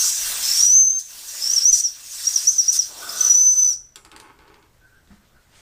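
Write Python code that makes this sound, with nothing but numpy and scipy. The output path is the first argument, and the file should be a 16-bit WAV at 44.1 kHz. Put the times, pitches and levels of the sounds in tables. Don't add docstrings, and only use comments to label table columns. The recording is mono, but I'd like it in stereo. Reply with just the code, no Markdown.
import sys
import numpy as np
from scipy import signal
from scipy.fft import rfft, irfft
from scipy.io import wavfile
from scipy.ndimage import uniform_filter1d

SR = 44100
rng = np.random.default_rng(int(sys.argv[2]) if len(sys.argv) > 2 else 0)


def wav_out(sig):
    wavfile.write(sys.argv[1], SR, np.round(np.clip(np.atleast_2d(sig).T, -1, 1) * 32767).astype(np.int16))


N = 247396
T = np.arange(N) / SR

# t/s, rush level/dB, sizzle level/dB, wash level/dB
JET_LEVELS = [(0, -39, -25, -54.5), (.15, -39, -28, -57.5), (.31, -33.5, -33.5, -44), (.4, -35, -34, -47.5),
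              (.58, -37.5, -26, -57), (.81, -56.5, -44, -82), (1.03, -57, -51, -70),
              (1.125, -49.5, -47.5, -58.5), (1.45, -42.5, -34, -53.5), (1.62, -43.5, -35, -55),
              (1.7, -53.5, -39.5, -67.5), (1.97, -53.5, -48.5, -64), (2.21, -45, -34, -64),
              (2.45, -43, -32, -55), (2.48, -50, -35, -70), (2.86, -50, -41, -62),
              (2.91, -50.5, -48.5, -47.5), (3.25, -41, -33.5, -47), (3.41, -53, -39.5, -56),
              (3.72, -54, -42.5, -66)]
# f/Hz, level/dB
RUSH_SPECTRUM = [(300, -35), (900, -13.5), (1550, -4), (2300, -7.5), (3400, -1), (4500, 1.5), (6000, -6),
                 (8500, 1), (10500, -4), (12500, -3.5), (15000, -2)]
SIZZLE_SPECTRUM = [(1500, -49), (3500, -20), (4700, -7), (5700, 3.5), (6700, -0.5), (7400, -1), (8600, -4),
                   (10500, -16.5), (15000, -16)]
WASH_SPECTRUM = [(60, -18), (200, -8), (400, -2.5), (900, 0.5), (1400, -6), (2200, -12), (4000, -27.5)]
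# f/Hz, width/Hz, level/dB
SLOT_MODES = [(1583, 86, -17), (2653, 98, -14), (3445, 160, -13.5), (4960, 59, -10.5), (7215, 63, -9)]
GAP_MODES = [(416, 31, -13), (729, 140, -12.5), (1244, 120, -4.5), (1300, 48, -3), (1483, 58, -1.5),
             (2686, 170, -26.5), (3510, 190, -6), (5350, 120, -5)]
# t/s, length/s, level/dB
EDGE_STRIKES = [(-0.02, 0.12, -24.5), (0.393, 0.26, -32.5), (0.984, 0.022, -35.5), (1.271, 0.028, -39),
                (1.717, .088, -27), (2.719, 0.048, -24)]
GAP_BLOWS = [(2.985, .285, -38.5), (3.281, 0.438, -55)]
# f/Hz, level/dB
SHOP_SPECTRUM = [(10, -6.5), (27, 13.5), (60, -10.5), (125, -12), (280, -17), (700, -21.5), (1200, -23.5),
                 (1500, -21.5), (2400, -28), (8000, -31.5), (11500, -38.5), (15000, -35.5)]
# t/s, level/dB
SHOP_LEVEL = [(0, -57.5), (0.6, -58.5), (1.0, -66), (2.0, -62.5), (3.0, -59), (3.85, -61), (4.2, -58),
              (5.6, -57)]
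# t/s, level/dB, half length/s
BUFFETS = [(0.303, -61, 0.09), (0.805, -55, 0.093), (1.726, -56, 0.04)]
# t/s, half length/s
RUN_OFFS = [(.39, 0.054), (1.97, 0.063), (2.93, 0.067)]
# t/s, f/Hz, level/dB
HOLDS = [
    [(.44, 5240, -26.5), (.57, 5510, -20), (.64, 5827, -12.5), (.69, 5854, -12.5), (.755, 6240, -10),
     (.81, 6240, -13.5), (.875, 6172, -14), (.93, 6310, -23.5), (.985, 6303, -21.5)],
    [(3.16, 5790, -36), (3.2, 6050, -23.5), (3.32, 5850, -14), (3.41, 6088, -11.5), (3.5, 6090, -14),
     (3.55, 6070, -18), (3.59, 6089, -10), (3.695, 5968, -17.5), (3.72, 5790, -19.5)],
]
# t/s, length/s, first f/Hz, last f/Hz, first level/dB, last level/dB
CLIMBS = [(1.425, .13, 5220, 6050, -24, -23.5), (1.613, .084, 5277, 6239, -19, -9.5)]
# t/s, length/s, level/dB, f/Hz, glide/(Hz/s)
CHIRPS = [(0.511, 0.0054, -14.5, 5376, -6), (.623, 0.0047, -9, 5820, -0.5),
          (1.495, 0.0089, -16, 5630, 5998), (1.532, 0.0069, -10.5, 5986, 5998.5),
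          (1.559, .026, -12, 5596, -8000), (1.652, .007, -8.5, 5730, 9999.5),
          (1.726, 0.017, -9.5, 5870, 0.5), (1.836, 0.028, -16.5, 5840, -18000),
          (2.268, 0.012, -12, 5680, 6002), (2.358, .007, -10.5, 5830, -34000),
          (2.47, 0.024, -10, 5880, 24001.5), (2.581, 0.023, -11, 5893, -17000),
          (2.679, 0.021, -12, 5780, 16999), (2.788, .01, -11, 5887, -30000),
          (3.09, .015, -28.5, 5290, 3997), (3.207, 0.0069, -9, 6007, -0.5),
          (3.246, 0.0054, -10, 5980, -0.5), (3.261, 0.0058, -11.5, 5964, 0), (3.297, 0.015, -9, 5874, 1.5),
          (3.344, .013, -9.5, 5935, 1)]
# t/s, level/dB
SNAPS = [(3.958, -24.5), (4.049, -29.5), (4.116, -31), (4.163, -28.5), (4.2, -28.5), (4.389, -43),
         (4.478, -44), (4.542, -40.5), (4.627, -47), (4.806, -57.5), (5.074, -50)]
# f/Hz, level/dB
CRACK_SPECTRUM = [(200, -23), (900, -23.5), (1800, -3.5), (2700, -2), (4000, 4.5), (6500, -1), (8500, 1.5),
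                  (11000, -7), (15000, -18)]
# f/Hz, t60/s, level/dB
HOSE_MODES = [(325.4, 0.064, -0.5), (418.4, 0.086, 4.5), (554, 0.022, -3), (852, 0.049, 3.5),
              (960, 0.021, 6), (1105, 0.031, 4.5), (1257, .04, 1), (1456, 0.048, 0.5), (2136, 0.018, 4.5),
              (2460, .015, -4), (3080, 0.019, -7), (4420, .02, 0)]
# t/s, length/s, level/dB
CREAKS = [(3.959, 0.0038, -44), (4.055, .005, -46), (4.118, 0.19, -45), (4.387, 0.18, -48.5),
          (4.62, .005, -54)]
# t/s, level/dB, half length/s, f/Hz
SQUEAKS = [(4.863, -57, .045, 1530), (4.951, -58.5, 0.048, 1510), (5.372, -58, 0.019, 1490)]
# t/s, level/dB, half length/s
RUSTLES = [(5.129, -62.5, 0.046), (5.3, -73, 0.049), (5.424, -68.5, 0.037), (5.588, -53.5, 0.071)]
# f/Hz, level/dB
CLOTH_SPECTRUM = [(100, -9), (600, -2), (1600, 1.5), (4500, 0), (8500, -3), (11000, -14.5), (15000, -22.5)]
# f/Hz, t60/s
ROOM_DECAY = [(200, .4), (1000, 0.55), (4000, 0.17), (6000, 0.37), (10000, 0.38), (15000, 0.152)]


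def amp(db):
    return 10 ** (np.asarray(db) / 20)


def unit(x):
    return x / np.sqrt(np.mean(abs(x) ** 2) + 1e-20)


def at_hz(points, hz):
    f, value = np.transpose(points)
    return np.interp(np.log(hz + 1), np.log(f + 1), value)


def track(rows, column=1):
    rows = np.array(rows)
    return np.interp(T, rows[:, 0], rows[:, column])


def level(rows, release_s, column):
    outside = np.maximum(rows[0][0] - T, T - rows[-1][0]).clip(0)
    return amp(track(rows, column)) * np.exp(-outside / release_s)


def bell(s, half):
    return np.exp(-((T - s) / half) ** 2)


def gate(start, length, rise_s, fall_s):
    return np.clip((T - start) / rise_s, 0, 1) * np.exp(-np.maximum(T - start - length, 0) / fall_s)


def gates(rows, rise_s, fall_s):
    return sum(amp(db) * gate(s, length, rise_s, fall_s) for s, length, db in rows)


def wander(hz):
    z = np.fft.fft(rng.standard_normal(2 ** 18))
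    f = np.fft.fftfreq(len(z), 1 / SR)
    z = z * np.exp(2j * np.pi * rng.random(len(z))) / (1 + (f / hz) ** 2)
    return unit(np.fft.ifft(z)[:N])


def hiss(spectrum, band_hz=(20, 16000), patchy_db=0):
    hz = np.fft.rfftfreq(1024, 1 / SR)
    real, imag, eddies = rng.standard_normal((N // 256 + 5, len(hz), 3)).T
    eddies = unit(uniform_filter1d(uniform_filter1d(eddies, size=14, axis=0), size=8, axis=1))
    z = (real + 1j * imag) * amp(at_hz(spectrum, hz)[:, None] + patchy_db * eddies)
    power = (abs(z) ** 2).sum(1)
    share = power[(hz > band_hz[0]) & (hz < band_hz[1])].sum() / power.sum()
    return unit(signal.istft(z, nperseg=1024, noverlap=768)[1][:N]) / np.sqrt(share)


def fuzzy_tone(hz, width_hz):
    return unit((wander(width_hz) * np.exp(2j * np.pi * hz * T)).real)


def resonances(modes):
    return sum(amp(db) * fuzzy_tone(hz, width) for hz, width, db in modes)


def jet():
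    edges = gates(EDGE_STRIKES, rise_s=0.01, fall_s=0.01)
    shut_off_s = 0.026
    rush_gain, sizzle_gain, wash_gain = (level(JET_LEVELS, shut_off_s, column) for column in (1, 2, 3))
    rush = amp(-0.6) * hiss(RUSH_SPECTRUM, (2000, 4300), patchy_db=2.55) + resonances(SLOT_MODES)
    rush *= rush_gain + amp(-25) * edges
    sizzle = amp(-2) * np.hypot(sizzle_gain, edges) * hiss(SIZZLE_SPECTRUM, (7000, 10000), patchy_db=3)
    wash = amp(-3.5) * wash_gain * hiss(WASH_SPECTRUM, (300, 1000), patchy_db=1.5)
    hollow = gates(GAP_BLOWS, rise_s=0.052, fall_s=0.016) * unit(resonances(GAP_MODES))
    sputter = amp(0.77 * wander(45).real)
    return (rush + sizzle + wash + hollow) * sputter


def shop():
    mains = 2 * np.pi * 60 * T
    hum = amp(-8.5) * np.sin(2 * mains)
    pips = ((1 + np.cos(mains)) / 2) ** 5
    whine = amp(-9) * pips * np.sin(2 * np.pi * 12796 * T)
    return amp(track(SHOP_LEVEL)) * (hiss(SHOP_SPECTRUM, patchy_db=1.7) + hum + whine)


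def buffets():
    gusts = sum(amp(db) * bell(s, half) for s, db, half in BUFFETS)
    thump = hiss([(10, 5.5), (30, 1), (55, -8), (90, -17.5), (200, -17.5), (350, -47), (1000, -74)])
    return gusts * thump


def run_off(x, centre_hz=11200, half_width_hz=1300, dip_db=-8):
    hz = np.fft.rfftfreq(N, 1 / SR)
    band = irfft(rfft(x) * np.exp(-0.5 * ((hz - centre_hz) / half_width_hz) ** 2), N)
    off_block = sum(bell(s, half) for s, half in RUN_OFFS)
    return x + band * (amp(dip_db * off_block) - 1)


def hold(curve, sag_hz_per_s=20000, lowest_hz=4970):
    sag = sag_hz_per_s * np.maximum(T - curve[-1][0], 0)
    return np.maximum(track(curve) - sag, lowest_hz), level(curve, release_s=0.01, column=2)


def whistle(passes, lock_db=25.5, lock_spread_db=5.5):
    pitches, gains = np.transpose(passes, (1, 0, 2))
    hz = pitches[gains.argmax(0), np.arange(N)]
    stalls = sum(bell(start - 0.003, 0.0034) for start, *_ in CHIRPS)
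    gain = gains.max(0) * amp(-7 * stalls)
    over_rush_db = 20 * np.log10(gain + 1e-9) - track(JET_LEVELS)
    breathy = 1 / (1.5 + np.exp((over_rush_db - lock_db) / lock_spread_db))
    jitter_hz = 150 * breathy * wander(140).real
    carrier = np.exp(2j * np.pi * np.cumsum(hz + jitter_hz) / SR)
    skirt = 1.54 * breathy
    fuzz = (wander(170) + skirt * wander(390)) / np.hypot(1, skirt)
    tone = gain * carrier * (1 - breathy + breathy * fuzz) / np.hypot(1 - breathy, breathy)
    octave = amp(-23) * tone ** 2 * (1 + 0.7 * wander(160))
    return np.sqrt(2) * (tone + octave).real


def chirp(start, length, db, hz, glide, lowest_hz=4970, highest_hz=6470):
    middle = start + length / 2
    swing = glide * (T - middle)
    reach = np.maximum(np.where(swing > 0, highest_hz - hz, hz - lowest_hz), 1)
    pitch = hz + reach * np.tanh(swing / reach)
    caught = gate(start, length, rise_s=0.003, fall_s=0.00669)
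    graze = amp(-12.5) * bell(middle + 0.004, 0.038)
    return pitch, amp(db) * np.maximum(caught, graze)


def climb(start, length, first_hz, last_hz, first_db, last_db):
    ramp = [(start, first_hz, first_db), (start + length, last_hz, last_db)]
    return track(ramp), level(ramp, release_s=0.009, column=2)


def hose_ring(slips):
    t = T[:SR // 4]
    ring = sum(amp(db - 60 * t / t60) * np.cos(2 * np.pi * hz * t) for hz, t60, db in HOSE_MODES)
    ring = signal.sosfilt(signal.butter(2, 3300, fs=SR, output="sos"), ring)
    return signal.fftconvolve(slips, ring)[:N]


def hose_snaps():
    blows = np.zeros(N)
    for s, db in SNAPS:
        blows[round(s * SR)] = amp(db)
    hardness = (blows / blows.max()) ** 0.91
    t = T[:SR // 4]
    burst = (1 - np.exp(-t / 0.0003)) * (np.exp(-t / 0.0018) + 0.14 * np.exp(-t / 0.012))
    crack = signal.fftconvolve(blows * hardness, burst)[:N] * hiss(CRACK_SPECTRUM)
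    dull_noise = hiss([(300, -23), (1300, 3), (4500, -1), (9000, -16), (15000, -27)])
    tick = signal.fftconvolve(blows * (1 - hardness), burst)[:N] * dull_noise
    return amp(-2) * crack + amp(-0.5) * tick + amp(-39) * hose_ring(blows)


def hose_creak(slips_per_s=600):
    slips = (rng.random(N) < slips_per_s / SR) * rng.uniform(-0.8, 1, N)
    bending = gates(CREAKS, rise_s=0.0048, fall_s=0.035)
    return amp(-4.5) * bending * unit(hose_ring(slips))


def squeaks():
    return sum(amp(db) * bell(s, half) * fuzzy_tone(hz, width_hz=86) for s, db, half, hz in SQUEAKS)


def tray_knock(start_s=5.102, board_hz=205):
    t = np.maximum(T - start_s, 0)
    thud = hiss([(60, -3), (200, -1.5), (500, -17), (1500, -10.5), (4000, -51)])
    board = np.sin(2 * np.pi * board_hz * t) + 0.32 * thud
    return amp(-30.5) * (1 - np.exp(-t / 0.015)) * np.exp(-t / 0.018) * board


def rag():
    return sum(amp(db) * bell(s, half) for s, db, half in RUSTLES) * hiss(CLOTH_SPECTRUM, patchy_db=1.5)


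def room(x, wet_db, near_db):
    hz, t, z = signal.stft(rng.standard_normal(SR * 3 // 4), SR, nperseg=256)
    tail = signal.istft(z * amp(-60 * t / at_hz(ROOM_DECAY, hz)[:, None]), SR, nperseg=256)[1]
    tail *= 1 - np.exp(-T[:len(tail)] / 0.0021)
    response = amp(wet_db) * tail / np.linalg.norm(tail)
    delays = (SR * rng.uniform(0.001, 0.016, size=8)).astype(int)
    response[delays] += amp(near_db) * rng.choice([-1, 1], len(delays)) / np.sqrt(len(delays))
    response[0] += 1
    return signal.fftconvolve(x, response / np.linalg.norm(response))[:N]


def scene():
    passes = [hold(curve) for curve in HOLDS]
    passes += [climb(*row) for row in CLIMBS] + [chirp(*row) for row in CHIRPS]
    whistles = whistle(passes)
    air = room(run_off(jet()), wet_db=-11, near_db=-10) + room(whistles, wet_db=-11, near_db=-17)
    handling = hose_snaps() + hose_creak() + squeaks() + tray_knock() + rag()
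    mono = air + room(handling, wet_db=-7, near_db=-8) + buffets() + shop()
    return np.array([mono, mono])


def record(dry):
    cutoff_hz = 15500
    lowpass = signal.firwin(511, cutoff_hz, window=("kaiser", 10), fs=SR)
    return signal.oaconvolve(dry, lowpass[None], "same")


dry = scene()
out = record(dry)
wav_out(out)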